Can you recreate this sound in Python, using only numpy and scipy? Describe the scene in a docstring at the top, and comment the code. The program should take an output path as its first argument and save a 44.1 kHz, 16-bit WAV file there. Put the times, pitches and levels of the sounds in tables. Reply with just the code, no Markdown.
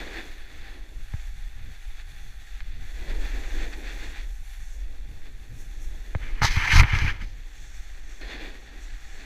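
"""A small camera in a sealed case rides down a groomed ski slope, under buffeting and fluttering wind.
Crunching skis fade to a rush and a hiss of spray: crushed crystals, many small impulses exciting resonances. A
few light ticks and a jolt come early; from 3 s the wind swells and the edges crunch again. From 6.2 to 7.3 s a
glove bumps and rubs the case: stick-slip scraping, ringing ticks, swings of the mount. Near 8.2 s the crunch
returns with brief high rings of the case, then eases into rush and wind."""
import sys
import numpy as np
from scipy import signal
from scipy.fft import rfft, irfft
from scipy.io import wavfile
from scipy.ndimage import uniform_filter1d

SR = 44100
rng = np.random.default_rng(int(sys.argv[2]) if len(sys.argv) > 2 else 0)


def generate_wav(signal):
    """Clip the signal to [-1, 1] and save it as 16-bit WAV at the path in sys.argv[1]."""
    frames = np.transpose(np.atleast_2d(signal))
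    scaled = np.clip(frames, -1, 1) * 32767
    pcm = np.round(scaled).astype(np.int16)
    wavfile.write(sys.argv[1], SR, pcm)


def undo_db(level):
    """Turn decibels back into plain size, where 20 dB means ten times bigger."""
    steps = np.asarray(level, float) / 20
    return 10 ** steps


N = 407925
TIME = np.arange(N) / SR  # s

# spectra of slow and fast pressure swings: f/Hz, relative density/dB
BUFFET_SPECTRUM = [(2, -35), (5, -0.5), (16, -4), (30, -3.5), (47, -8.5), (60, -17.5), (80, -48),
                   (200, -70.5)]
FLUTTER_SPECTRUM = [(40, -34), (65, 8), (100, 2), (150, -8), (230, -16.5), (500, -27.5), (1200, -75)]
# resonances of the solid shell, middle, low and high: f/Hz, width/Hz, relative level/dB
SHELL_MODES = [(1785, 370, 9), (2110, 130, 10), (2310, 140, 6.5), (2880, 75, -2)]
SHELL_LOW_MODES = [(930, 190, -4), (984, 160, -5), (1257, 250, 0)]
SHELL_RASP_MODES = [(3020, 260, 20.5), (4100, 1240, 8), (4600, 300, -18), (5200, 220, 0), (5930, 220, 7)]
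RASP_TOP_HZ = 6800


def unit(x):
    """Normalisation: scale to rms 1."""
    return x / np.sqrt(np.mean(x ** 2))


def curves(table):
    """Linear interpolation: the columns of (t/s, value, ..) rows, sample by sample."""
    s, *columns = np.transpose(table)
    return [np.interp(TIME, s, column) for column in columns]


def humps(events):
    """Bell-shaped swells in dB, summed; rows of t/s, fall to 1/e/s, peak/dB, each quicker to rise."""
    rise_share = 0.81  # rise time over fall time
    total_db = 0
    for s, fall_s, db in events:
        width_s = np.where(TIME < s, rise_share * fall_s, fall_s)
        total_db = total_db + db * np.exp(-((TIME - s) / width_s) ** 2)
    return total_db


def walk(rate):
    """Slow random modulation of rms 1: levels held 1 / rate s, smoothed by two moving averages."""
    hold = int(SR / rate)
    steps = np.repeat(rng.standard_normal(N // hold + 1), hold)
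    smooth = uniform_filter1d(uniform_filter1d(steps, hold), hold)
    return unit(smooth[:N])


def coloured(spectrum):
    """Spectral shaping: white noise weighted in frequency, at rms 1."""
    hz, db = np.transpose(spectrum)
    log_hz = np.log(np.arange(1, N // 2 + 2) * SR / N)
    gain = undo_db(np.interp(log_hz, np.log(hz), db))
    return unit(irfft(rfft(rng.standard_normal(N)) * gain, N))


def grains(per_s, scatter_db, hiss):
    """Shot noise: sparse clicks, a few much larger than the rest, over a power share of smooth hiss."""
    chance = rng.random((3, N))
    size_db = np.minimum(-scatter_db * np.log(1 - chance[2]), 4 * scatter_db)
    clicks = (chance[0] < per_s / SR) * np.sign(chance[1] - .5) * undo_db(size_db)
    hiss = np.clip(hiss, 0, 1)
    return np.sqrt(1 - hiss) * unit(clicks) + np.sqrt(hiss) * rng.standard_normal(N)


def ring(x, modes, low_hz, top_hz, flicker_db=0., rate=10.):
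    """Modal resonance: parallel resonators behind a steep band-pass, each level free to flicker."""
    x = signal.sosfilt(signal.butter(4, [low_hz, top_hz], "band", fs=SR, output="sos"), x)
    out = 0
    for hz, width, db in modes:
        band = signal.lfilter(*signal.iirpeak(min(hz, .45 * SR), hz / width, SR), x)
        flicker = flicker_db * walk(rate) if flicker_db else 0
        out = out + undo_db(db + flicker) * band
    return out


def glove():
    """Stick-slip friction: fabric catches and slips on the shell; the rubbing also sways the mount."""
    # strokes: t/s, scrape level/dB, brightness/dB, groan over scrape/dB, sway level/dB
    strokes = [(6.18, -62, 0, -8, -50), (6.234, -47, -12, -11, -35), (6.3, -47.5, -4, -13, -41),
               (6.412, -46, -10, -9, -40), (6.419, -32.5, 6, 4, -18.5), (6.449, -19.5, 11, -5, -22),
               (6.459, -27, 7.5, -4, -24), (6.47, -29.5, 9, -15, -34), (6.495, -35, 4.5, -10, -25),
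               (6.53, -34.5, 9.5, -13, -35), (6.58, -29.5, 0.5, -7, -29), (6.614, -29, -2.5, -7, -35),
               (6.696, -24.5, -2, -10.5, -30), (6.72, -23, 0, -10, -26), (6.75, -20.5, 3.5, -9, -23.5),
               (6.79, -17.5, 1.5, -6, -12), (6.802, -14.5, 2, -4.5, -13), (6.82, -29, -4, -5, -21),
               (6.825, -38, 2, -8, -9), (6.84, -24, -16, -6, -18), (6.85, -36, -4, -2.5, -27),
               (6.9, -32.5, -3, -7, -40), (6.928, -28.5, -6, -9, -29), (6.966, -30.5, 0, -8.5, -29),
               (7.02, -32, -1, -9, -29), (7.07, -30.5, -5.5, -9, -20), (7.102, -30, -7, -12, -32),
               (7.13, -44, -2, -6, -33), (7.19, -50, -10, -12, -48), (7.222, -43.5, 2.5, -12, -26.5),
               (7.26, -55, 6, -18, -40), (7.34, -62, 8, -10, -80)]
    # treble resonances of the shell: f/Hz, width/Hz, relative level/dB
    fizz_modes = [(7400, 1200, 14), (10340, 1200, 8.5), (11800, 1700, 2), (15000, 750, -3)]
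    rasp_over_db, fizz_over_db = -12, -26  # over the scrape, at brightness 0
    fizz_per_bright = 0.93  # dB per dB of brightness

    slips = grains(2800, 2.5, .5) * undo_db(1.5 * walk(140))
    # the fingers damp now one resonance, now another
    scrape = unit(ring(slips, SHELL_MODES, 1405, 3330, 2.5, 45))
    groan = unit(ring(slips, SHELL_LOW_MODES, 710, 1506, 2.2, 45))
    rasp = unit(ring(slips, SHELL_RASP_MODES, 3560, RASP_TOP_HZ, 0.92, 40))
    fizz = unit(ring(slips, fizz_modes, 6840, 17000, 1.2, 30))
    sway = coloured(BUFFET_SPECTRUM) + undo_db(-6.5) * coloured(FLUTTER_SPECTRUM)

    scrape_db, bright_db, groan_db, sway_db = curves(strokes)
    rub = scrape + undo_db(groan_db) * groan
    rub += undo_db(rasp_over_db + bright_db) * rasp
    rub += undo_db(fizz_over_db + fizz_per_bright * bright_db) * fizz
    touching = 1. * ((TIME >= strokes[0][0]) & (TIME < strokes[-1][0]))
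    touching = uniform_filter1d(touching, size=512)
    return touching * (undo_db(scrape_db) * rub + undo_db(sway_db) * sway)


def knocks():
    """Impulse response: jolts swing the damped mount; ticks ring the shell, duller for long contact."""
    # jolts of the mount: t/s of first swing, peak level/dB, direction (sign)
    jolt_rows = [(1.143, -19, 1), (6.157, -15.5, -1), (6.424, -11.5, 1), (6.446, -14.5, -1),
                 (6.573, -11, -1), (6.735, -13.5, -1), (6.759, -9, -1), (6.781, -19, -1), (6.797, -10, -1),
                 (6.816, -9, -1), (6.844, -13, 1), (6.936, -12, 1), (6.96, -18, -1), (7.023, -16.5, 1),
                 (7.049, -14, 1)]
    # ticks on the case: t/s, drive peak/dB, contact half-width/ms, shove over tick/dB
    tick_rows = [(1.1376, -33, 0.15, 6.5), (1.198, -38, 0.073, -8), (1.275, -43, .12, 0),
                 (2.6052, -27.5, 0.083, -37), (6.15, -22.5, 0.12, 13), (6.396, -35, .07, -10),
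                 (6.4186, -8.5, 0.19, -6), (6.446, -6, 0.19, -6.5), (6.798, -8, 0.064, -3),
                 (6.834, -9.5, 0.11, -6), (6.988, -10.5, 0.019, -20), (8.213, -32, 0.044, -20)]
    mount_hz, mount_fade_s = 82.4, 0.0036
    low_per_shove = 0.31  # a glancing tick, with little shove, excites the low resonances less
    rattle_db, rattle_s = -10, 0.0081  # each tick chatters on briefly

    t = np.arange(SR // 16) / SR
    envelope = t / mount_fade_s * np.exp(1 - t / mount_fade_s)
    swing = envelope * np.sin(2 * np.pi * mount_hz * t)
    lead = np.argmax(swing)
    jolts, ticks, lows, shoves = np.zeros((4, N))
    for s, db, direction in jolt_rows:
        jolts[int(s * SR) - lead] += undo_db(db) * np.sign(direction)
    for s, db, contact_ms, shove_db in tick_rows:
        push = undo_db(db) * np.exp(-((TIME - s) * 1000 / max(contact_ms, .01)) ** 2)
        ticks += push
        lows += undo_db(low_per_shove * min(shove_db, 0)) * push
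        shoves += undo_db(shove_db) * push

    after = np.arange(SR // 40) / SR
    contacts = (rng.random(len(after)) < 900 / SR) * rng.standard_normal(len(after))
    chatter = undo_db(rattle_db) * np.exp(-after / rattle_s) * contacts
    chatter[0] = 1  # the tick itself
    ticks, lows = (signal.fftconvolve(x, chatter)[:N] for x in (ticks, lows))
    shell = ring(lows, SHELL_LOW_MODES, 590, 2500) + ring(ticks, SHELL_MODES, 720, 2750)
    shell += undo_db(-4.5) * ring(ticks, SHELL_RASP_MODES, 3380, RASP_TOP_HZ)
    # a hard tick also shoves the whole case, a broad dull body under the ring
    body = ring(shoves, [(533, 280, 0)], 125, 2400)
    return signal.fftconvolve(jolts, swing)[:N] + shell - body


def skis():
    """Granular excitation: crystals crushed under the bases drive resonances, modulated by ridges."""
    # swells over the plain glide: t/s, rush level/dB, low crunch of the edges/dB
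    ski_levels = [(0, -42.5, -39), (.06, -44, -47), (.2, -43.5, -50), (.25, -50.5, -57.5),
                  (.34, -52, -60.5), (.75, -53.5, -57), (.95, -60.5, -63), (1.15, -54, -73),
                  (1.5, -57, -74), (2.1, -54.5, -74), (2.7, -55.5, -72), (2.95, -52.5, -58.5),
                  (3.02, -48.5, -47.5), (3.12, -48.5, -47), (3.5, -48.5, -47.5), (3.75, -52.5, -48.5),
                  (4.2, -50.5, -56), (4.28, -58, -61), (4.5, -55.5, -98), (4.7, -57, -69), (4.76, -61, -60),
                  (5.8, -59, -62.5), (6.4, -53.5, -52), (6.8, -57, -48.5), (7.1, -55, -51.5),
                  (7.32, -61, -62.5), (7.6, -55.5, -69.5), (8.208, -55, -59.5), (8.214, -46, -47),
                  (8.27, -50.5, -53), (8.3, -45, -48.5), (8.42, -44, -48.5), (8.62, -54, -54),
                  (8.78, -53, -56.5), (9.05, -54.5, -70), (9.25, -51, -56)]
    # treble swells over the plain glide: t/s, spray level/dB, fine mist level/dB
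    treble_levels = [(0, -58, -64), (.3, -63.5, -67), (.85, -76, -72.5), (1.2, -61.5, -67),
                     (1.5, -70.5, -72), (2.0, -65.5, -68), (2.5, -63, -68), (2.72, -71, -73),
                     (2.95, -61, -65.5), (3.6, -60, -64), (4.3, -62, -67), (4.47, -60.5, -63),
                     (4.74, -63, -67), (4.82, -72, -75), (6.13, -66.5, -70.5), (7.3, -75, -80),
                     (7.6, -60.5, -70.5), (8.0, -62, -71.5), (8.55, -60.5, -70), (8.7, -65, -75),
                     (9.25, -60, -71)]
    # the plain glide that never stops: rush, spray, fine mist, crunch level/dB
    glide_levels = [-62, -69, -75.5, -72]
    # edges digging in for a moment: t/s, fall to 1/e/s, level added to the rush/dB
    surges = [(.65, 0.049, 5), (2.0, 0.021, 4), (3.11, 0.019, 5), (3.31, 0.089, 4), (3.45, 0.033, 2),
              (3.63, 0.073, 7), (3.735, .02, 10.5), (3.87, 0.052, 8.5), (4.03, 0.063, 5.5),
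              (4.17, 0.046, 6), (5.26, 0.021, 7.5), (8.68, 0.016, 3.5), (9.21, 0.023, 3.5)]
    # bursts of spray: t/s, fall to 1/e/s, level added/dB
    bursts = [(5.6, .06, 8), (5.84, .05, 7.5), (8.83, 0.03, 8)]
    # brief rings of the case's own resonances: t/s, half-width/s, mean f/Hz, peak level/dB
    case_rings = [(8.225, 0.011, 4230, -47.5), (8.286, 0.011, 4230, -51), (8.33, .025, 3500, -51)]
    # resonances for rush, spray, mist and crunch: f/Hz, width/Hz, relative level/dB
    rush_modes = [(813, 61, 5.5), (1100, 1400, -9), (1807, 445, 7.5), (2350, 690, 0.5), (3415, 266, 5),
                  (3910, 390, -8.5), (4266, 145, 1)]
    spray_modes = [(5740, 230, 15.2), (6320, 790, 21), (7130, 510, 10)]
    mist_modes = [(9040, 1500, -6), (10300, 1700, -1), (11900, 2200, -0.5), (14700, 3200, -3.5)]
    crunch_modes = [(220, 200, -6.5), (303, 94, 3.5), (445, 89, -10.5), (520, 500, -29)]
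    surge_in_crunch, surge_in_spray = 0.3, 0.35  # shares of a surge's dB

    (rush_db, crunch_db), (spray_db, mist_db) = curves(ski_levels), curves(treble_levels)
    surge_db, burst_db = humps(surges), humps(bursts)
    rush_db = rush_db + surge_db
    crunch_db = crunch_db + surge_in_crunch * surge_db + 1.24 * walk(20)
    spray_db = spray_db + surge_in_spray * surge_db + burst_db + 1.36 * walk(10)
    mist_db = mist_db + burst_db

    rush = unit(ring(grains(3000, 4.9, 0.59), rush_modes, 537, 4370, 0.82, 14))
    crunch = unit(ring(grains(600, 1.9, 0.84), crunch_modes, 152, 1040, 1.7, 18))
    powder = grains(5000, 2.7, 0.44)
    spray = unit(ring(powder, spray_modes, 5100, 8710, 1.0, 9.8))
    mist = unit(ring(powder, mist_modes, 7880, 17200, 1.0, 12))
    layers = (rush, spray, mist, crunch)
    swells = (rush_db, spray_db, mist_db, crunch_db)
    out = np.zeros(N)
    for layer, swell_db, glide_db in zip(layers, swells, glide_levels):
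        out += np.hypot(undo_db(swell_db), undo_db(glide_db)) * layer  # powers add

    # a loaded edge tears coarser crystals: the harder the rush, the more it gathers in the middle
    tear = unit(ring(grains(1500, 3.0, 0.49), rush_modes, 1470, 2610, 0.59, 25))
    out += undo_db(rush_db - 2.5 + 0.5 * (rush_db + 44)) * tear
    for s, length, hz, db in case_rings:
        phase = 2 * np.pi * np.cumsum(hz + 40 * walk(150)) / SR
        out += undo_db(db) * np.exp(-((TIME - s) / length) ** 2) * np.sin(phase)
    ridges_db = .9 * walk(35)  # all layers stutter together
    patches_db = .7 * walk(18)  # harder and softer patches of snow
    return undo_db(ridges_db + patches_db) * out


def wind():
    """Turbulent pressure: slow random swings of the air on the case, with faster flutter in puffs."""
    # air on the case, before gusts and puffs: t/s, buffet level/dB, flutter level/dB
    air_levels = [(0, -37.5, -55.5), (.9, -38.5, -57), (1.6, -30.5, -55.5), (2.0, -31, -58.5),
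                  (2.9, -30.5, -56), (3.3, -25.5, -50), (3.5, -30.5, -54), (4.2, -33, -58.5),
                  (4.9, -30.5, -53.5), (5.5, -36.5, -49.5), (6.1, -29, -55), (7.3, -36, -58.5),
                  (8.0, -40, -59), (8.7, -37.5, -59.5), (9.25, -32.5, -57)]
    # strongest puffs of flutter: t/s, fall to 1/e/s, level added/dB
    puffs = [(1.64, 0.12, 7), (2.27, 0.043, 15.5), (2.7, 0.12, 9.5), (5.05, 0.043, 6), (9.01, 0.05, 11)]
    gust_db, gusts_per_s, puff_db, puffs_per_s = 2.5, 6, 3.5, 11

    buffet_db, flutter_db = curves(air_levels)
    buffet_db = buffet_db + gust_db * walk(gusts_per_s)
    flutter_db = flutter_db + humps(puffs) + puff_db * walk(puffs_per_s) + 3.1 * walk(22)
    buffet = undo_db(buffet_db) * coloured(BUFFET_SPECTRUM)
    flutter = undo_db(flutter_db) * coloured(FLUTTER_SPECTRUM)
    return buffet + flutter


def scene():
    """Superposition: all sources add at the one microphone inside the case."""
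    return (wind() + skis() + glove() + knocks())[None]


def low_pass(x):
    """Removes everything above the highest recorded frequency."""
    return signal.sosfilt(signal.butter(12, 15450, fs=SR, output="sos"), x)


def record(dry):
    """Soft saturation and low-pass filtering: the input stage rounds the loudest peaks and cuts the top."""
    top = signal.ellip(10, .2, 70, 15300, fs=SR, output="sos")  # ripple dB, stop dB, edge Hz
    rounded = np.tanh(0.82 * dry) / 0.78
    mix = signal.sosfilt(top, rounded)
    return low_pass(mix)


dry = scene()
out = record(dry)
generate_wav(out)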